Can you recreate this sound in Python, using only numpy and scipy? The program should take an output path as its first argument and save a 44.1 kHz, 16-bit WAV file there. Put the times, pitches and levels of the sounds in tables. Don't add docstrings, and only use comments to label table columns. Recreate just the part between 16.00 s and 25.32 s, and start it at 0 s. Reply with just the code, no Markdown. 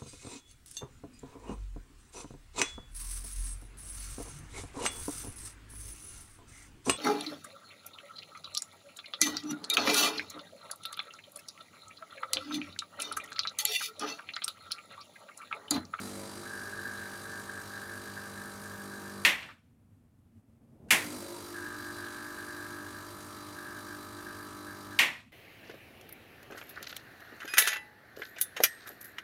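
import sys
import numpy as np
from scipy import signal
from scipy.io import wavfile
from scipy.ndimage import uniform_filter1d

SR = 44100
rng = np.random.default_rng(int(sys.argv[2]) if len(sys.argv) > 2 else 0)


def file_out(sig):
    cols = np.atleast_2d(sig).T
    lim = np.clip(cols, -1, 1)
    pcm = np.round(lim * 32767).astype(np.int16)
    wavfile.write(sys.argv[1], SR, pcm)


def elevation(decibels):
    levels = np.asarray(decibels, float)
    return 10 ** (levels / 20)


N = 411012

MAINS_HZ, BREAK_S = 49.95, 4.0
EDGES_HZ = 35 * 2 ** np.arange(0, 9.1, 1 / 3)
# start t/s, stop t/s
RUNS = [(0, 3.25), (4.93, 8.99)]
# multiple of the stroke rate, relative level/dB
STROKE_TONES = [
    [(1, -24.5), (2, -4), (3, -13.5), (4, 1), (5, -6.5), (6, -3.5), (7, -2.5), (8, -6.5), (9, -5),
     (10, -18.5), (11, -11.5), (12, -8.5), (13, -11), (14, -11), (15, -14), (16, -6.5), (17, -13.5),
     (18, -11), (19, -5.5), (20, -9.5), (21, -7), (22, -9), (23, -6.5), (24, -7.5), (25, -6.5), (26, -4),
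     (27, -14), (28, -25.5), (29, -24.5), (30, -5.5), (31, -6.5), (32, -3.5), (33, -10), (34, -13),
     (35, -5), (36, -7.5)],
    [(1, -18), (2, -2), (3, -20.5), (4, -5.5), (5, -14), (6, -0.5), (7, 1.5), (8, -5), (9, -13.5),
     (10, -22), (11, -1.5), (12, 4.5), (13, -1.5), (14, -9), (15, -9), (16, 1.5), (17, -1), (18, -4),
     (19, 3), (20, 4.5), (21, -29), (22, 2), (23, 7.5), (24, 8), (25, 7.5), (26, 9), (27, 3), (28, -12),
     (29, -9), (30, -39), (31, 6), (32, -35.5), (33, -38), (34, 7), (35, -6.5), (36, 2.5)],
]
STROKE_START = [.62, .86]
# switched on t/s, settled buzz level/dB, buzz missing while the basket is empty/dB,
# rattle level/dB (4 dB is added in pump), treble lift/dB, treble change/(dB per s)
LOAD = [(-.15, -50, 16, -51, 4, 0.18), (4.93, -50.5, 23, -51, 3.8, -.5)]
FILL_S, BUZZ_FILL_S = 0.21, 0.3
LOOSE_DB, LOOSE_TREBLE_DB, RATTLE_SAG_DB_PER_S = 3, 4.5, 0.93
AIR_MISSING_DB, AIR_S = 7.0, 1.2
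AIR_SETTLED_DB = [-0.5, 3.5]
# t/s, level/dB, lift near 200 Hz/dB, lift near 350 Hz/dB
HUM = [(0, -45, 4, -1), (.5, -49, -2.5, 1), (1.6, -49.5, -2.5, -0.5), (2.4, -49.5, 1, -1),
       (3.2, -48, 3.5, 0.5), (5.0, -48, 0, 0.5), (5.6, -50, -3.5, 1.5), (6.6, -52, -1.5, 4),
       (7.3, -51.5, -0.5, -4), (8.0, -50, 1.5, -3.5), (9.0, -49.5, 2.5, -5)]
# f/Hz, relative density/(dB per Hz)
RATTLE = [(35, -23.5), (60, -28.5), (103, -5.5), (149, -9.5), (301, -1), (408, -6.5), (492, -12.5),
          (593, -7), (732, -14.5), (1170, -2.5), (1580, -7), (2200, -13), (2850, -16.5), (3400, -16),
          (3940, -13.5), (13300, -22), (16000, -47.5)]
# f/Hz, width/Hz, relative level/dB
CASING = [(3160, 120, -10), (4020, 110, 6.5), (4667, 140, 3.5), (5520, 250, -12), (5850, 120, -10.5),
          (8840, 610, -4), (9300, 150, -1.5), (11850, 250, -4.5)]
# middle t/s after the lead, length/s, f/Hz, width/Hz, level/dB
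SURGE = [(0.01, 0.21, 187, 160, -49), (0.12, 0.27, 207, 82, -53), (0.23, 0.3, 343, 23, -52),
         (0.21, 0.2, 580, 71, -54), (0.27, 0.18, 943, 86, -56), (0.16, 0.61, 554, 470, -54)]
SURGE_LEAD_S = [0, 5.08]
# start t/s, length/s, level/dB
SPELLS = [(0.455, 0.23, -45), (0.723, 0.35, -44), (1.117, 0.046, -45.5), (1.245, 0.16, -45.5),
          (1.475, .13, -45), (1.703, 0.075, -45), (1.815, 0.028, -43.5), (1.887, 0.086, -45),
          (2.055, 0.034, -46.5), (2.165, 0.035, -44), (2.234, 0.032, -45.5), (2.352, 0.13, -47.5),
          (2.623, 0.034, -46.5), (2.706, .04, -46), (2.782, 0.021, -46), (2.906, 0.079, -47.5),
          (3.04, 0.039, -48.5), (5.541, 0.36, -45.5), (5.948, .39, -46), (6.372, 0.065, -47.5),
          (6.474, 0.18, -45), (6.698, 0.18, -48.5), (6.945, 0.059, -47), (7.56, 0.22, -47),
          (7.869, .07, -47.5), (8.172, 0.04, -52), (8.26, 0.07, -47.5), (8.395, 0.038, -49.5),
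          (8.667, 0.053, -48.5), (8.913, 0.045, -47.5)]
SPELL_ATTACK_S, SPELL_FADE_DB_PER_S, SPELL_FLUTTER_DB = 0.014, 249.5, 1
# f/Hz, width/Hz, relative level/dB
VALVE = [(1505, 45, 6), (1580, 40, -2), (1640, 50, 0), (1755, 35, 7)]
BURST_DB = [0, -4, -1, -8, -3]
# f/Hz, relative density/(dB per Hz)
ROOM = [(18, -53), (30, -23), (95, -8), (196, -15), (235, 4), (254, -17), (320, -29), (2310, -45),
        (4070, -54), (12000, -45), (14000, -55)]
# f/Hz, width/Hz, level/dB
ROOM_HUM = [(95, 20, -64), (227.8, 8.1, -66.5)]
SWELL_PEAK_S, SWELL_DB, SWELL_RISE_DB_PER_S, SWELL_FALL_DB_PER_S = 4.97, -50, 45, 80
# t/s, level/dB, tail treble lift/dB, tail bass lift/dB, tail t60 factor,
# crack relative level/dB, pitch factor
CLACKS = [(3.249, -6.5, -3, -1.5, 1.14, 4, 1.05), (3.428, -33, -14, 7, 0.89, 3, 1),
          (3.488, -38.5, -31, -12, 0.89, 6, 0.64), (4.885, -48.5, 4, -15, 0.74, -16, 0.88),
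          (4.9055, -5, 5.5, 1.5, 1.06, -3.5, 1.01), (8.989, -6, -4, -2, 1.137, 1.5, 1.08)]
# f/Hz, relative density/(dB per Hz)
CLACK_COLOUR = [(88, -42.5), (150, -3.5), (328, -13.5), (414, -19), (601, -12.5), (759, -14.5), (871, -9.5),
                (1420, -14), (1830, -1), (3040, -7), (3620, -15.5), (12200, -21), (16000, -52.5)]
# f/Hz, t60/s
TAIL = [(200, 0.3), (530, 0.35), (1390, 0.33), (3680, 0.24), (9700, 0.22)]
# f/Hz, relative level/dB, t60/s
PANEL = [(1698.5, -24.5, 0.29), (1770, -28, 0.41), (2040, -30.5, 0.1695), (2097, -42, 0.28),
         (2150, -24, 0.19), (2330, -29, 0.48), (2600, -39.5, 0.34), (2930, -17.5, 0.078),
         (3450, -27, 0.077), (3630, -31.5, 0.25), (4200, -33.5, 0.37), (4850, -47, .18)]
# start t/s, peak level/dB
VENTS = [(3.249, -50), (8.99, -53.5)]
VENT_RISE_S, VENT_FALL_DB_PER_S = 0.15, 115.5
# f/Hz, relative density/(dB per Hz)
VENT_COLOUR = [(1000, -8), (2500, 16.5), (4300, 7.5), (6000, 0), (9000, 0.5), (11000, -9.5), (14000, -3.5),
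               (16000, -30.5)]


def rms_one(x):
    return x / np.sqrt(np.mean(x ** 2) + 1e-20)


def in_time(rows):
    s, *columns = np.transpose(rows)
    return [np.interp(np.arange(N) / SR, s, column) for column in columns]


def at_hz(points, hz):
    point_hz, value = np.array(points).T
    return np.interp(np.log(hz), np.log(point_hz), value)


def drift(rate_hz):
    r = np.exp(-80 * np.pi * rate_hz / SR)
    slow = signal.lfilter([1], [1, -2 * r, r * r], rng.standard_normal(N // 40 + 2002))[2000:]
    return np.interp(np.arange(N) / 40, np.arange(len(slow)), rms_one(slow))


def resonance(x, hz, width_hz):
    r = np.exp(-np.pi * width_hz / SR)
    zeros = np.array([1, 0, -1]) * (1 - r * r) / 2
    return signal.lfilter(zeros, [1, -2 * r * np.cos(2 * np.pi * hz / SR), r * r], x)


def band_pass(x, low_hz, high_hz):
    return signal.sosfilt(signal.butter(2, [low_hz, high_hz], "band", fs=SR, output="sos"), x)


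def bands(x):
    for k, (low, high) in enumerate(zip(EDGES_HZ, EDGES_HZ[1:])):
        yield np.sqrt(low * high), band_pass(x[k % 2], low, high)


def running(k):
    t, (start, stop) = np.arange(N) / SR, RUNS[k]
    return np.clip((t - start + 0.02) / 0.017, 0, 1) * np.clip((stop + 0.027 - t) / 0.023, 0, 1)


def load(k):
    on_s, buzz_db, missing_db, rattle_db, treble_db, treble_db_per_s = LOAD[k]
    since = np.maximum(np.arange(N) / SR - on_s, 0)
    empty = np.exp(-(since / FILL_S) ** 2 / 2)
    buzz = buzz_db - missing_db * np.exp(-(since / BUZZ_FILL_S) ** 2 / 2)
    rattling = rattle_db + LOOSE_DB * empty - RATTLE_SAG_DB_PER_S * since
    treble = treble_db + LOOSE_TREBLE_DB * empty + treble_db_per_s * since
    air = AIR_SETTLED_DB[k] - AIR_MISSING_DB * np.exp(-since / AIR_S)
    return buzz, rattling, treble, air


def stroke_tones(orders, start, waver_db, waver_rad, spread_rad):
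    turn = 2 * np.pi * (MAINS_HZ * np.arange(N) / SR - start)
    out = 0
    for m, db in orders:
        level = elevation(db + waver_db * min(m / 6, 1) * drift(9.0))
        phase = spread_rad * rng.standard_normal() + waver_rad * drift(5.0)
        out = out + level * np.cos(m * turn + phase)
    return rms_one(out)


def rattle(cycle, top_db, air_db):
    grain = elevation(0.83 * np.minimum(rng.exponential(1, (2, N)), 5))
    blow = elevation(0.41 * rng.standard_normal(int(cycle[-1]) + 3))[cycle.astype(int) + 1]
    period = round(SR / MAINS_HZ)
    fall_db = -14.0 * np.clip(np.arange(period) / period - 0.25, 0, 1)
    same = rms_one(rng.standard_normal((2, period)) * elevation(fall_db))
    repeated = same[:, (cycle % 1 * period).astype(int)]
    white = rms_one(rng.standard_normal((2, N)) * grain) + elevation(-2.0) * repeated
    out = 0
    for hz, band in bands(white):
        depth_db = 4.5 * np.clip(np.log2(hz / 300) / 3.0, 0, 1)
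        die_db = depth_db * np.clip((cycle % 1 - 0.25) / 1.3, 0, 1)
        bright_db = top_db * np.clip(np.log2(hz / 4000), 0, 1) + air_db * np.clip(2 * np.log2(hz / 10000), 0, 1)
        out = out + band * elevation(at_hz(RATTLE, hz) + bright_db - die_db + 0.97 * drift(11.0))
    out = out * blow
    ringing = sum(elevation(db + 1.2 * drift(6.0)) * resonance(out, hz, width) for hz, width, db in CASING)
    return rms_one(out + ringing)


def surge(shaking, cycle):
    t, out = np.arange(N) / SR, 0
    landings = np.diff(np.floor(cycle), prepend=0) > 0
    drive = shaking + elevation(3.0) * rms_one(landings)
    for s, length, hz, width, db in SURGE:
        shape = sum(np.cos(np.pi * np.clip((t - lead - s) / length, -0.5, 0.5)) for lead in SURGE_LEAD_S)
        out = out + elevation(db) * shape * rms_one(resonance(resonance(drive, hz, width), hz, width))
    return out


def spells():
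    t, out = np.arange(N) / SR, np.zeros(N)
    for s, length, db in SPELLS:
        fade_db = SPELL_FADE_DB_PER_S * np.maximum(t - s - length, 0)
        out = np.maximum(out, np.clip((t - s) / SPELL_ATTACK_S + 0.5, 0, 1) * elevation(db - fade_db))
    return out * elevation(SPELL_FLUTTER_DB * drift(19.0))


def chatter(cycle):
    beat = 2.5 * cycle + 5.45 + 0.13 * drift(4.0)
    which, part = beat.astype(int), beat % 1
    luck = rng.standard_normal((which.max() + 1, 3))[which]
    since = (np.arange(N) - np.searchsorted(which, which)) / SR
    tone = np.sin(2 * np.pi * 1630 * (1 + 0.012 * luck[:, 0]) * since + 0.6 * luck[:, 1])
    swell = np.clip(part / 0.1, 0, 1) * (0.2 + part ** 2.2) * np.clip((1 - part) / 0.2, 0, 1)
    bursts = tone * swell * elevation(np.array(BURST_DB)[which % 5] + 1.8 * luck[:, 2])
    bursts = resonance(bursts, 1640, 500)
    return rms_one(bursts + sum(elevation(db) * resonance(bursts, hz, width) for hz, width, db in VALVE))


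def pump():
    t = np.arange(N) / SR
    first = t < BREAK_S
    cycle = MAINS_HZ * t - np.where(first, *STROKE_START)
    curves = [load(k) for k in range(len(RUNS))]
    hum_db, low_db, high_db = in_time(HUM)
    treble_db = np.where(first, curves[0][2], curves[1][2])
    air_db = np.where(first, curves[0][3], curves[1][3])
    shaking = rattle(cycle, treble_db, air_db)
    squeal = spells() * chatter(cycle)
    growl = rms_one(resonance(resonance(shaking, 1240, 300), 1240, 300))
    out = surge(shaking, cycle) * (running(0) + running(1))
    for k, (buzz_db, rattle_db, *_) in enumerate(curves):
        tones, start = STROKE_TONES[k], STROKE_START[k]
        hum = elevation(hum_db) * stroke_tones(tones[:10], start + 0.18, waver_db=2.5, waver_rad=0.3, spread_rad=1.5)
        low = (elevation(low_db) - 1) * resonance(hum, 200, 60)
        hum = hum + low + (elevation(high_db) - 1) * resonance(hum, 350, 60)
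        buzz = stroke_tones(tones[10:], start + 0.19, waver_db=1.5, waver_rad=0.12, spread_rad=1.45)
        buzz = elevation(buzz_db) * buzz + elevation(buzz_db - 16.5) * growl
        out = out + running(k) * (hum + buzz + elevation(rattle_db + 4.0) * shaking + squeal)
    return out


def room_tone():
    murmur = sum(band * elevation(at_hz(ROOM, hz)) for hz, band in bands(rng.standard_normal((2, N))))
    hum = sum(elevation(db) * rms_one(resonance(rng.standard_normal(N), hz, width)) for hz, width, db in ROOM_HUM)
    bass = signal.lfilter([1], [1, -0.97], band_pass(rng.standard_normal(N), 70, 600))
    late = np.arange(N) / SR - SWELL_PEAK_S
    swell_db = SWELL_DB + np.minimum(SWELL_RISE_DB_PER_S * late, -SWELL_FALL_DB_PER_S * late)
    return elevation(-62.0) * rms_one(murmur) + hum + elevation(swell_db) * rms_one(bass)


def clack_tail(t, treble_db, bass_db, longer, pitch):
    tail = 0
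    for hz, band in bands(rng.standard_normal((2, len(t)))):
        lift_db = at_hz([(500, bass_db), (1500, 0.0068), (4000, 0.0057), (9000, treble_db)], hz)
        swell = 1 - np.exp(-t * hz / 6.0)
        fall_db = 60 * t / (longer * at_hz(TAIL, hz))
        tail = tail + band * swell * elevation(at_hz(CLACK_COLOUR, hz / pitch) + lift_db - fall_db)
    return tail / np.sqrt(np.mean(tail[:SR // 50] ** 2))


def clack_body(t, crack_db, pitch):
    blows = np.zeros(len(t))
    blows[[round(s * SR) for s in (0, 0.0021, 0.0052, 0.012)]] = elevation([0, -3, -7, -9])
    rings = 0
    for hz, db, t60 in PANEL:
        level = elevation(db + 2.5 * rng.standard_normal() - 60 * t / t60)
        rings = rings + level * np.sin(2 * np.pi * hz * pitch * t)
    snap = -(np.sin(2 * np.pi * 2400 * pitch * t) + 0.4 * np.sin(2 * np.pi * 4300 * pitch * t))
    snap = snap * np.clip(t / 0.0003, 0, 1) * elevation(-60 * t / 0.0045)
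    return signal.fftconvolve(blows, elevation(crack_db) * snap + 0.3 * rings)[:len(t)]


def clacks():
    out, size = np.zeros(N + SR), SR
    t = np.arange(size) / SR
    for s, level_db, treble_db, bass_db, longer, crack_db, pitch in CLACKS:
        at = round((s + 0.001) * SR)
        out[at - 50:at - 50 + size] += elevation(level_db - 14.0) * clack_tail(t, treble_db, bass_db, longer, pitch)
        out[at:at + size] += elevation(level_db) * clack_body(t, crack_db, pitch)
    return signal.sosfilt(signal.butter(2, 220, "high", fs=SR, output="sos"), out[:N])


def vent():
    t, hiss, shape = np.arange(N) / SR, 0, 0
    for hz, band in bands(rng.standard_normal((2, N))):
        if hz > 700:
            hiss = hiss + band * elevation(at_hz(VENT_COLOUR, hz) + 1.7 * drift(25.0))
    for s, db in VENTS:
        fall_db = VENT_FALL_DB_PER_S * np.maximum(t - s - VENT_RISE_S, 0)
        shape = shape + np.clip((t - s) / VENT_RISE_S, 0, 1) ** 2 * elevation(db - fall_db)
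    return shape * rms_one(hiss)


def scene():
    return (pump() + room_tone() + clacks() + vent())[None]


def band_limit(x):
    return signal.sosfilt(signal.butter(12, 16610, fs=SR, output="sos"), x)


def record(dry):
    level_db = 10 * np.log10(uniform_filter1d(dry ** 2, size=1500, axis=1) + 1e-12)
    cut_db = np.clip(0.5 * (level_db + 53.0), -8.0, 0)
    return band_limit(dry * elevation(cut_db))


dry = scene()
out = record(dry)
file_out(out)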